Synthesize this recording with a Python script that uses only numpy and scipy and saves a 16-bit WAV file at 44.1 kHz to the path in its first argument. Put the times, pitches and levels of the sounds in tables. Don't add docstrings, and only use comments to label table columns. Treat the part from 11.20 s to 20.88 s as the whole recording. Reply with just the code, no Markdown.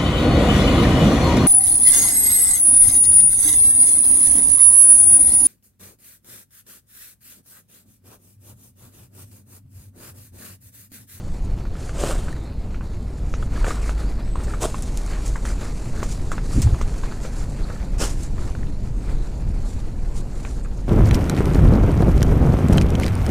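import sys
import numpy as np
from scipy import signal
from scipy.fft import rfft, irfft, next_fast_len
from scipy.io import wavfile
from scipy.ndimage import uniform_filter1d, map_coordinates

SR = 44100
rng = np.random.default_rng(int(sys.argv[2]) if len(sys.argv) > 2 else 0)


def unload_wav(signal):
    wavfile.write(
        sys.argv[1],
        SR,
        np.round(np.clip(np.atleast_2d(signal).T, -1, 1) * 32767).astype(np.int16),
    )


N = 426888


def amp(db):
    return 10 ** (np.asarray(db) / 20)


def unit(x):
    return x / np.sqrt(np.mean(x ** 2) + 1e-20)


def curves(rows):
    times, *columns = np.transpose(rows)
    return [np.interp(np.arange(N) / SR, times, column) for column in columns]


def wobble(rate):
    return map_coordinates(rng.standard_normal(int(N * rate / SR) + 4), [np.arange(N) * rate / SR])


def swell(middle_s, length_s):
    return np.exp(-np.minimum((2 * (np.arange(N) / SR - middle_s) / length_s) ** 2, 20))


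def add(track, start_s, sound):
    room_left = track[max(round(start_s * SR), 0):][:len(sound)]
    room_left += sound[:len(room_left)]


def colour(x, spectrum, size=16384):
    hz, db = np.transpose(spectrum)
    gain = amp(np.interp(np.log(np.fft.rfftfreq(size, 1 / SR) + 1), np.log(hz), db))
    cepstrum = irfft(np.log(gain))
    cepstrum[1:size // 2] *= 2
    cepstrum[size // 2 + 1:] = 0
    return signal.fftconvolve(x, irfft(np.exp(rfft(cepstrum))))[:len(x)]


def noise(spectrum):
    return unit(colour(rng.standard_normal(N + SR // 2), spectrum)[-N:])


def band(hz, width_hz):
    resonance = signal.iirpeak(hz, hz / width_hz, SR)
    return unit(signal.lfilter(*resonance, signal.lfilter(*resonance, rng.standard_normal(N))))


def grains(spectrum, rate, spread_db, bed_db):
    struck = rng.random(N) < rate / SR
    sizes = amp(spread_db * np.minimum(rng.standard_normal(N), 2)) * rng.choice([-1, 1], N)
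    return unit(colour(unit(struck * sizes) + amp(bed_db) * rng.standard_normal(N), spectrum))


def patchy(x, depth_db):
    slices = signal.stft(x, nperseg=512)[2]
    drift = uniform_filter1d(rng.standard_normal(slices.shape), size=8, axis=0)
    drift = uniform_filter1d(drift, size=10, axis=1)
    return unit(signal.istft(slices * amp(depth_db * unit(drift)))[1][:N])


def birds():
    # start_s, length_s, start_hz, middle_hz, end_hz, level_db, direct_share (0-1)
    whistles = [(1.1, 0.12, 4150, 3680, 3980, -57, 0.1), (1.195, 0.11, 3500, 4030, 4760, -54, .05),
                (1.3, .1, 4770, 4170, 3600, -60, .05), (2.72, .1, 4200, 4700, 5300, -56, .35),
                (2.838, 0.071, 4180, 4700, 5280, -50, .6), (2.97, .09, 4270, 4830, 5400, -52, 0.66),
                (3.039, 0.34, 7800, 8140, 7840, -49, .6), (7.656, 0.3, 7880, 8100, 7930, -58, 0.6)]
    direct, scattered, t = np.zeros(N), np.zeros(N), np.arange(SR // 2) / SR
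    quaver_hz = 170 * wobble(150)
    for start_s, length_s, start_hz, middle_hz, end_hz, level_db, direct_share in whistles:
        progress = np.linspace(0, 1, int(length_s * SR))
        hz = np.polyval(np.polyfit([0, .5, 1], [start_hz, middle_hz, end_hz], 2), progress)
        hz += (1 - direct_share) * quaver_hz[round(start_s * SR):][:len(hz)]
        arch = np.sqrt(np.abs(np.sin(np.pi * progress)))
        note = amp(level_db) * arch * np.sin(2 * np.pi * np.cumsum(hz) / SR)
        add(direct, start_s, direct_share * note)
        add(scattered, start_s, (1 - direct_share) * note)
    trees = rng.standard_normal(len(t)) * amp(-60 * t / .5)
    echo = signal.fftconvolve(scattered, trees / np.linalg.norm(trees))[:N]
    return direct * amp(2.7 * wobble(32)) + echo


def squeaks():
    # middle_s, level_db, pitch_hz, width_hz, length_s
    notes = [(2.148, -48.5, 6100, 1300, 0.04), (6.441, -44, 4120, 400, 0.022),
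             (9.442, -52, 7800, 2500, .025), (9.578, -53, 6760, 1980, 0.014)]
    t = np.arange(N) / SR
    return sum(amp(level_db) * np.exp(-(2 * (t - middle_s) / length_s) ** 2) * band(pitch_hz, width_hz)
               for middle_s, level_db, pitch_hz, width_hz, length_s in notes)


def rumble():
    # time_s, level_db
    shake = [(0, -25), (.6, -28), (.9, -26), (1.3, -27.5), (2.4, -25.5), (4.4, -26), (5.0, -24.5),
             (6.0, -25.5), (6.5, -25), (7.3, -25), (7.9, -24), (8.3, -24.5), (8.82, -24), (9.2, -26.5),
             (9.68, -24.5)]
    # frequency_hz, gain_db
    shake_tone = [(10, 0), (22, 2), (35, 4), (55, -4), (80, -8), (125, -11.5), (200, -17.5), (300, -25.5),
                  (600, -43.5), (1500, -77.5)]
    # time_s, pitch_hz, level_db
    tread = [(0, 53.2, -52), (1.2, 54, -36), (2.3, 52.1, -30), (2.75, 50.9, -22.5), (3.1, 52.1, -31.5),
             (3.4, 48.76, -35), (4.1, 44.77, -25.5), (4.7, 40.2, -43), (5.2, 40, -57)]
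    shake_db, = curves(shake)
    tread_hz, tread_db = curves(tread)
    drone = np.sqrt(2) * np.sin(2 * np.pi * np.cumsum(tread_hz) / SR + 0.56 * wobble(22))
    shaking = noise(shake_tone)
    deep = signal.sosfiltfilt(signal.butter(4, 52, fs=SR, output="sos"), shaking)
    sway = amp(0.99 * (shake_db - shake_db.mean()) - 0.9)
    mount = amp(shake_db + 2.5 + 1.24 * wobble(7.8)) * (shaking - deep + sway * deep)
    return mount + amp(tread_db) * drone


def thumps():
    # middle_s, level_db, highest_hz, length_s
    bursts = [(2.438, -14.5, 44.6, 0.042), (5.382, -14, 196, 0.047), (5.466, -11.5, 109, 0.078),
              (5.532, -12, 114, 0.037), (5.631, -16.5, 74.4, 0.057)]
    track = np.zeros(N)
    for middle_s, level_db, highest_hz, length_s in bursts:
        shape = swell(middle_s, length_s)
        low_band = signal.butter(3, [highest_hz / 4, highest_hz], "bandpass", fs=SR, output="sos")
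        eddies = signal.sosfilt(low_band, rng.standard_normal(N))
        track += amp(level_db) * unit(shape * eddies) * np.sqrt(np.mean(shape ** 2))
    return track


def leaves():
    # start_s, rise_s, hold_s, fall_s (for each 20 dB), scrape_db, swish_db
    brushes = [(.73, .115, .03, .18, -23.8, -31.5), (2.435, .045, .025, .05, -30, -38),
               (3.402, .022, .022, .07, -23.5, -28), (6.778, .035, .035, .1, -33, -27.5)]
    # low_hz, low_db (against the scrape), high_hz, high_db (against the swish)
    stems = [(554, -10, 2900, -11.5), (1601, -12, 2500, -13), (594, -5.5, 9300, -19),
             (1470, -6.5, 5450, -8)]
    # frequency_hz, gain_db
    scrape_tone = [(100, -7.5), (250, -6.5), (400, -2), (680, -4.5), (900, -17.5), (1300, -13.5),
                   (2000, -33.5), (3000, -36), (6000, -50)]
    swish_tone = [(1000, 2.5), (2200, -6), (3000, -3), (4300, -6), (5600, -4), (7300, 1.5), (9000, -1),
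                  (11500, -13.5), (15000, -18)]
    track, t = np.zeros(N), np.arange(N) / SR
    flicker = amp(1.63 * wobble(70))
    scrape = grains(scrape_tone, rate=500, spread_db=11.5, bed_db=-7)
    swish = patchy(grains(swish_tone, rate=1500, spread_db=3.5, bed_db=-3), depth_db=1.5)
    for brush, (low_hz, low_db, high_hz, high_db) in zip(brushes, stems):
        start_s, rise_s, hold_s, fall_s, scrape_db, swish_db = brush
        rise = np.clip((t - start_s) / rise_s, 0, 1)
        pressure = rise * amp(-20 * np.clip((t - start_s - rise_s - hold_s) / fall_s, 0, 10))
        low_ring = amp(low_db) * band(low_hz, width_hz=0.43 * low_hz)
        high_ring = amp(high_db) * band(high_hz, width_hz=1800)
        track += amp(scrape_db) * pressure ** 1.55 * (scrape + low_ring)
        track += amp(swish_db) * pressure * (swish + high_ring)
    return flicker * track


def rattles(rate=2, level_db=-40, centre_hz=1410, fade_s=0.0031):
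    draws = rng.random((int(rate * N / SR), 2))
    return [(when * N / SR, level_db, centre_hz * 2 ** (pitch - .5), fade_s) for when, pitch in draws]


def clacks():
    # start_s, level_db, pitch_hz, fade_s
    knocks = [(.452, -31, 760, 0.0051), (.553, -34, 1280, .012), (.693, -25.5, 1400, .007),
              (.863, -21, 686, .006), (.909, -18, 1360, 0.0046), (1.083, -26.5, 1510, 0.015),
              (1.127, -31.5, 1800, 0.022), (1.544, -30.5, 1355, 0.0098), (1.609, -32, 1460, 0.0087),
              (2.139, -20, 1297, 0.0072), (2.226, -26.5, 1280, .02), (2.444, -15, 1400, 0.0075),
              (2.466, -20, 1710, 0.0092), (2.506, -18.5, 1200, 0.017), (2.693, -21, 1256, 0.003),
              (3.156, -20, 1040, .012), (3.337, -22, 1250, 0.0094), (3.439, -16.5, 1065, 0.017),
              (3.543, -21, 1066, 0.019), (4.157, -23.5, 1070, 0.0091), (4.252, -20.5, 1268, 0.0076),
              (4.829, -15, 1070, 0.0049), (5.117, -18.5, 1280, 0.0098), (5.18, -22.5, 1510, 0.005),
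              (5.471, -30, 850, .02), (5.545, -24, 1210, .004), (5.613, -16, 1110, 0.0063),
              (5.835, -23, 1040, 0.015), (5.922, -26, 1350, .005), (6.05, -24.5, 510, 0.018),
              (6.5, -27, 1400, 0.0048), (7.181, -27.5, 1000, .006), (7.351, -24.5, 1420, 0.0061),
              (7.431, -31, 1840, 0.0085), (9.25, -23.5, 2420, 0.0087), (9.448, -30, 1310, 0.005)]
    # frequency_hz, gain_db
    frame_tone = [(200, -18), (500, 2.5), (1300, 11.5), (2400, 1), (3500, -7), (6500, -13), (10000, -29)]
    rings, jolts, t = np.zeros(N), np.zeros(N), np.arange(SR // 8) / SR
    onset = 1 - np.exp(-(t / .0008) ** 2)
    crack, shiver = amp(-7 - 60 * t / 0.01), amp(-15 - 60 * t / 0.11)
    for start_s, level_db, pitch_hz, fade_s in list(knocks) + rattles():
        phase = 2 * np.pi * pitch_hz * t
        ratio, overtone_db = rng.uniform([1.3, -8], [2, -2])
        ring = onset * np.sin(phase) * amp(-60 * t / fade_s)
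        overtone = onset * np.sin(ratio * phase) * amp(overtone_db - 60 * t / 0.0036)
        undertone = np.sin(0.42 * phase) * amp(-6 - 60 * t / 0.0069)
        knock = ring + overtone + undertone
        add(rings, start_s, amp(level_db) * knock / np.abs(knock).max())
        add(jolts, start_s, amp(level_db) * onset * (crack + shiver))
    return rings + jolts * patchy(noise(frame_tone), depth_db=5)


def spits():
    # start_s, snap_db, spray_db
    pinches = [(1.127, -37, -55), (3.236, -31, -36.5), (3.623, -21, -34), (3.774, -19, -39),
               (3.863, -26.5, -46), (4.057, -34, -31.5), (4.079, -27, -40), (4.252, -31, -34),
               (4.829, -42, -30.5), (4.913, -47, -34), (5.117, -31, -34), (5.419, -13.5, -23),
               (5.615, -30, -37), (5.779, -35.5, -39), (6.036, -32, -41), (7.034, -24, -45),
               (8.961, -35, -47)]
    # frequency_hz, gain_db
    snap_tone = [(2000, -16), (4000, -6), (7500, 5), (10000, 3), (12000, -9), (15000, -11)]
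    spray_tone = [(2000, -4), (4000, -4.5), (6000, 0.5), (7500, 5.5), (9500, -6), (11500, -27),
                  (15000, -10)]
    snaps, flow, t = np.zeros(N), np.zeros(N), np.arange(SR // 4) / SR
    for start_s, snap_db, spray_db in pinches:
        snap = colour(rng.standard_normal(len(t)) * amp(-60 * t / .006), snap_tone, size=2048)
        add(snaps, start_s, amp(snap_db) * snap / np.abs(snap).max())
        add(flow, start_s, amp(spray_db - 60 * t / 0.094) * (1 - np.exp(-t / 0.0029)))
    spray = patchy(grains(spray_tone, rate=4400, spread_db=10, bed_db=5), depth_db=0)
    return snaps + flow * spray


def pebbles(rate, centre_hz, scatter, cycles):
    count = int(rate * N / SR)
    starts = (rng.random(count) * N).astype(int)
    pitch = np.clip(rng.standard_normal((count, 2)), -2, 2)[:, :1]
    step = np.arange(SR // 80)
    turns = centre_hz * np.exp(scatter * pitch) * step / SR
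    clicks = amp(-60 * turns / cycles) * np.sin(2 * np.pi * turns) * (1 - np.exp(-turns))
    places = starts[:, None] + step
    return unit(np.bincount(places.ravel(), clicks.ravel(), N)[:N])


def surface():
    # time_s, stone_db, grit_db
    path = [(0, -52.5, -55.5), (.45, -51.5, -61.5), (1.05, -46.5, -52.5), (1.35, -54, -64.5),
            (2.25, -52, -56.5), (2.5, -43, -45.5), (3.05, -52.5, -60.5), (3.5, -48.5, -46.5),
            (4.35, -48.5, -50.5), (5.02, -49.5, -51), (5.6, -45.5, -49.5), (6.3, -48.5, -52),
            (6.75, -49, -56), (7.65, -53.5, -58.5), (8.2, -51, -56.5), (9.68, -53, -57.5)]
    # middle_s, length_s, stone_db, grit_db
    patches = [(0.667, 0.15, -50.5, -48.5), (2.384, 0.12, -41.5, -51), (2.663, 0.15, -50, -47.5),
               (2.808, 0.075, -43, -50), (3.003, 0.037, -44.5, -63), (3.272, 0.3, -46, -65),
               (3.929, 0.18, -44, -60), (4.054, 0.09, -47.5, -42), (4.289, 0.087, -41, -41.5),
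               (4.445, 0.19, -47, -50), (4.78, 0.12, -44, -50), (4.916, 0.09, -51, -43.5),
               (5.375, 0.16, -50, -41.5), (5.77, .07, -62, -68), (5.922, 0.027, -41, -54),
               (6.048, .06, -46.5, -45), (6.196, 0.17, -62, -49), (6.502, 0.19, -48, -52.5),
               (7.023, 0.12, -68, -45.5), (7.25, 0.22, -49, -51.5), (7.9, 0.2, -48.5, -61),
               (8.505, 0.14, -55, -50), (8.978, 0.061, -62, -45.5), (9.27, 0.24, -50.5, -50)]
    stone_power, grit_power = amp(curves(path)) ** 2
    for middle_s, length_s, stone_db, grit_db in patches:
        crossing = swell(middle_s, length_s)
        stone_power += (amp(stone_db) * crossing) ** 2
        grit_power += (amp(grit_db) * crossing) ** 2
    stone_db, grit_db = 10 * np.log10([stone_power, grit_power])
    dirt_db = -41.5 + 0.54 * (stone_db - stone_db.mean())
    return dirt_db, stone_db, grit_db


def tyres():
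    # frequency_hz, gain_db
    dirt_tone = [(100, -22), (220, 1.5), (330, 0), (500, -4), (750, -8.5), (1000, -13.5), (1500, -33),
                 (3000, -43)]
    stone_tone = [(500, -9), (850, -3), (1300, -1), (1700, -3.5), (2050, -4.5), (2450, -5), (3200, -12.5),
                  (4400, -7), (7000, -29.5)]
    grit_tone = [(1500, -24), (2500, -9), (3400, -8.5), (4400, -4), (5500, -2.5), (6300, -0.5), (7300, 2),
                 (8300, -3), (9500, -3.5), (11300, -12.5), (15000, -28)]
    dirt_db, stone_db, grit_db = surface()
    bumps = wobble(28)
    dirt = amp(dirt_db + 0.73 * bumps) * grains(dirt_tone, rate=500, spread_db=3, bed_db=1)
    crunch = amp(-1.5) * patchy(grains(stone_tone, rate=400, spread_db=7, bed_db=4), depth_db=2)
    stony = amp(0.93 * (stone_db - stone_db.max()))
    clicks = stony * amp(0.5) * pebbles(rate=170, centre_hz=1382, scatter=0.23, cycles=21)
    stones = amp(stone_db + 1.46 * bumps) * (crunch + clicks)
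    clumps = amp(1.45 * wobble(110))
    sizzle = patchy(grains(grit_tone, rate=380, spread_db=3.5, bed_db=7.5), depth_db=1.5)
    grit = amp(grit_db + 1.5 * bumps) * clumps * sizzle
    return dirt + stones + grit


def scene():
    # frequency_hz, gain_db
    width = [(25, -58), (100, -58), (350, -37), (1400, -40.5), (5600, -28.5), (10000, -17), (11300, -20),
             (12000, -1), (15000, 2)]
    mid = rumble() + tyres() + leaves() + clacks() + spits() + thumps() + birds() + squeaks()
    slices = signal.stft(mid, nperseg=256)[2]
    blurred = signal.istft(slices * np.exp(2j * np.pi * rng.random(slices.shape)))[1][:N]
    side = colour(blurred, width)
    return np.array([mid + side, mid - side])


def record(dry):
    highest_hz = 15400
    size = next_fast_len(N + SR // 2)
    kept = np.fft.rfftfreq(size, 1 / SR) < highest_hz
    return irfft(rfft(dry, size) * kept, size)[:, :N]


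dry = scene()
out = record(dry)
unload_wav(out)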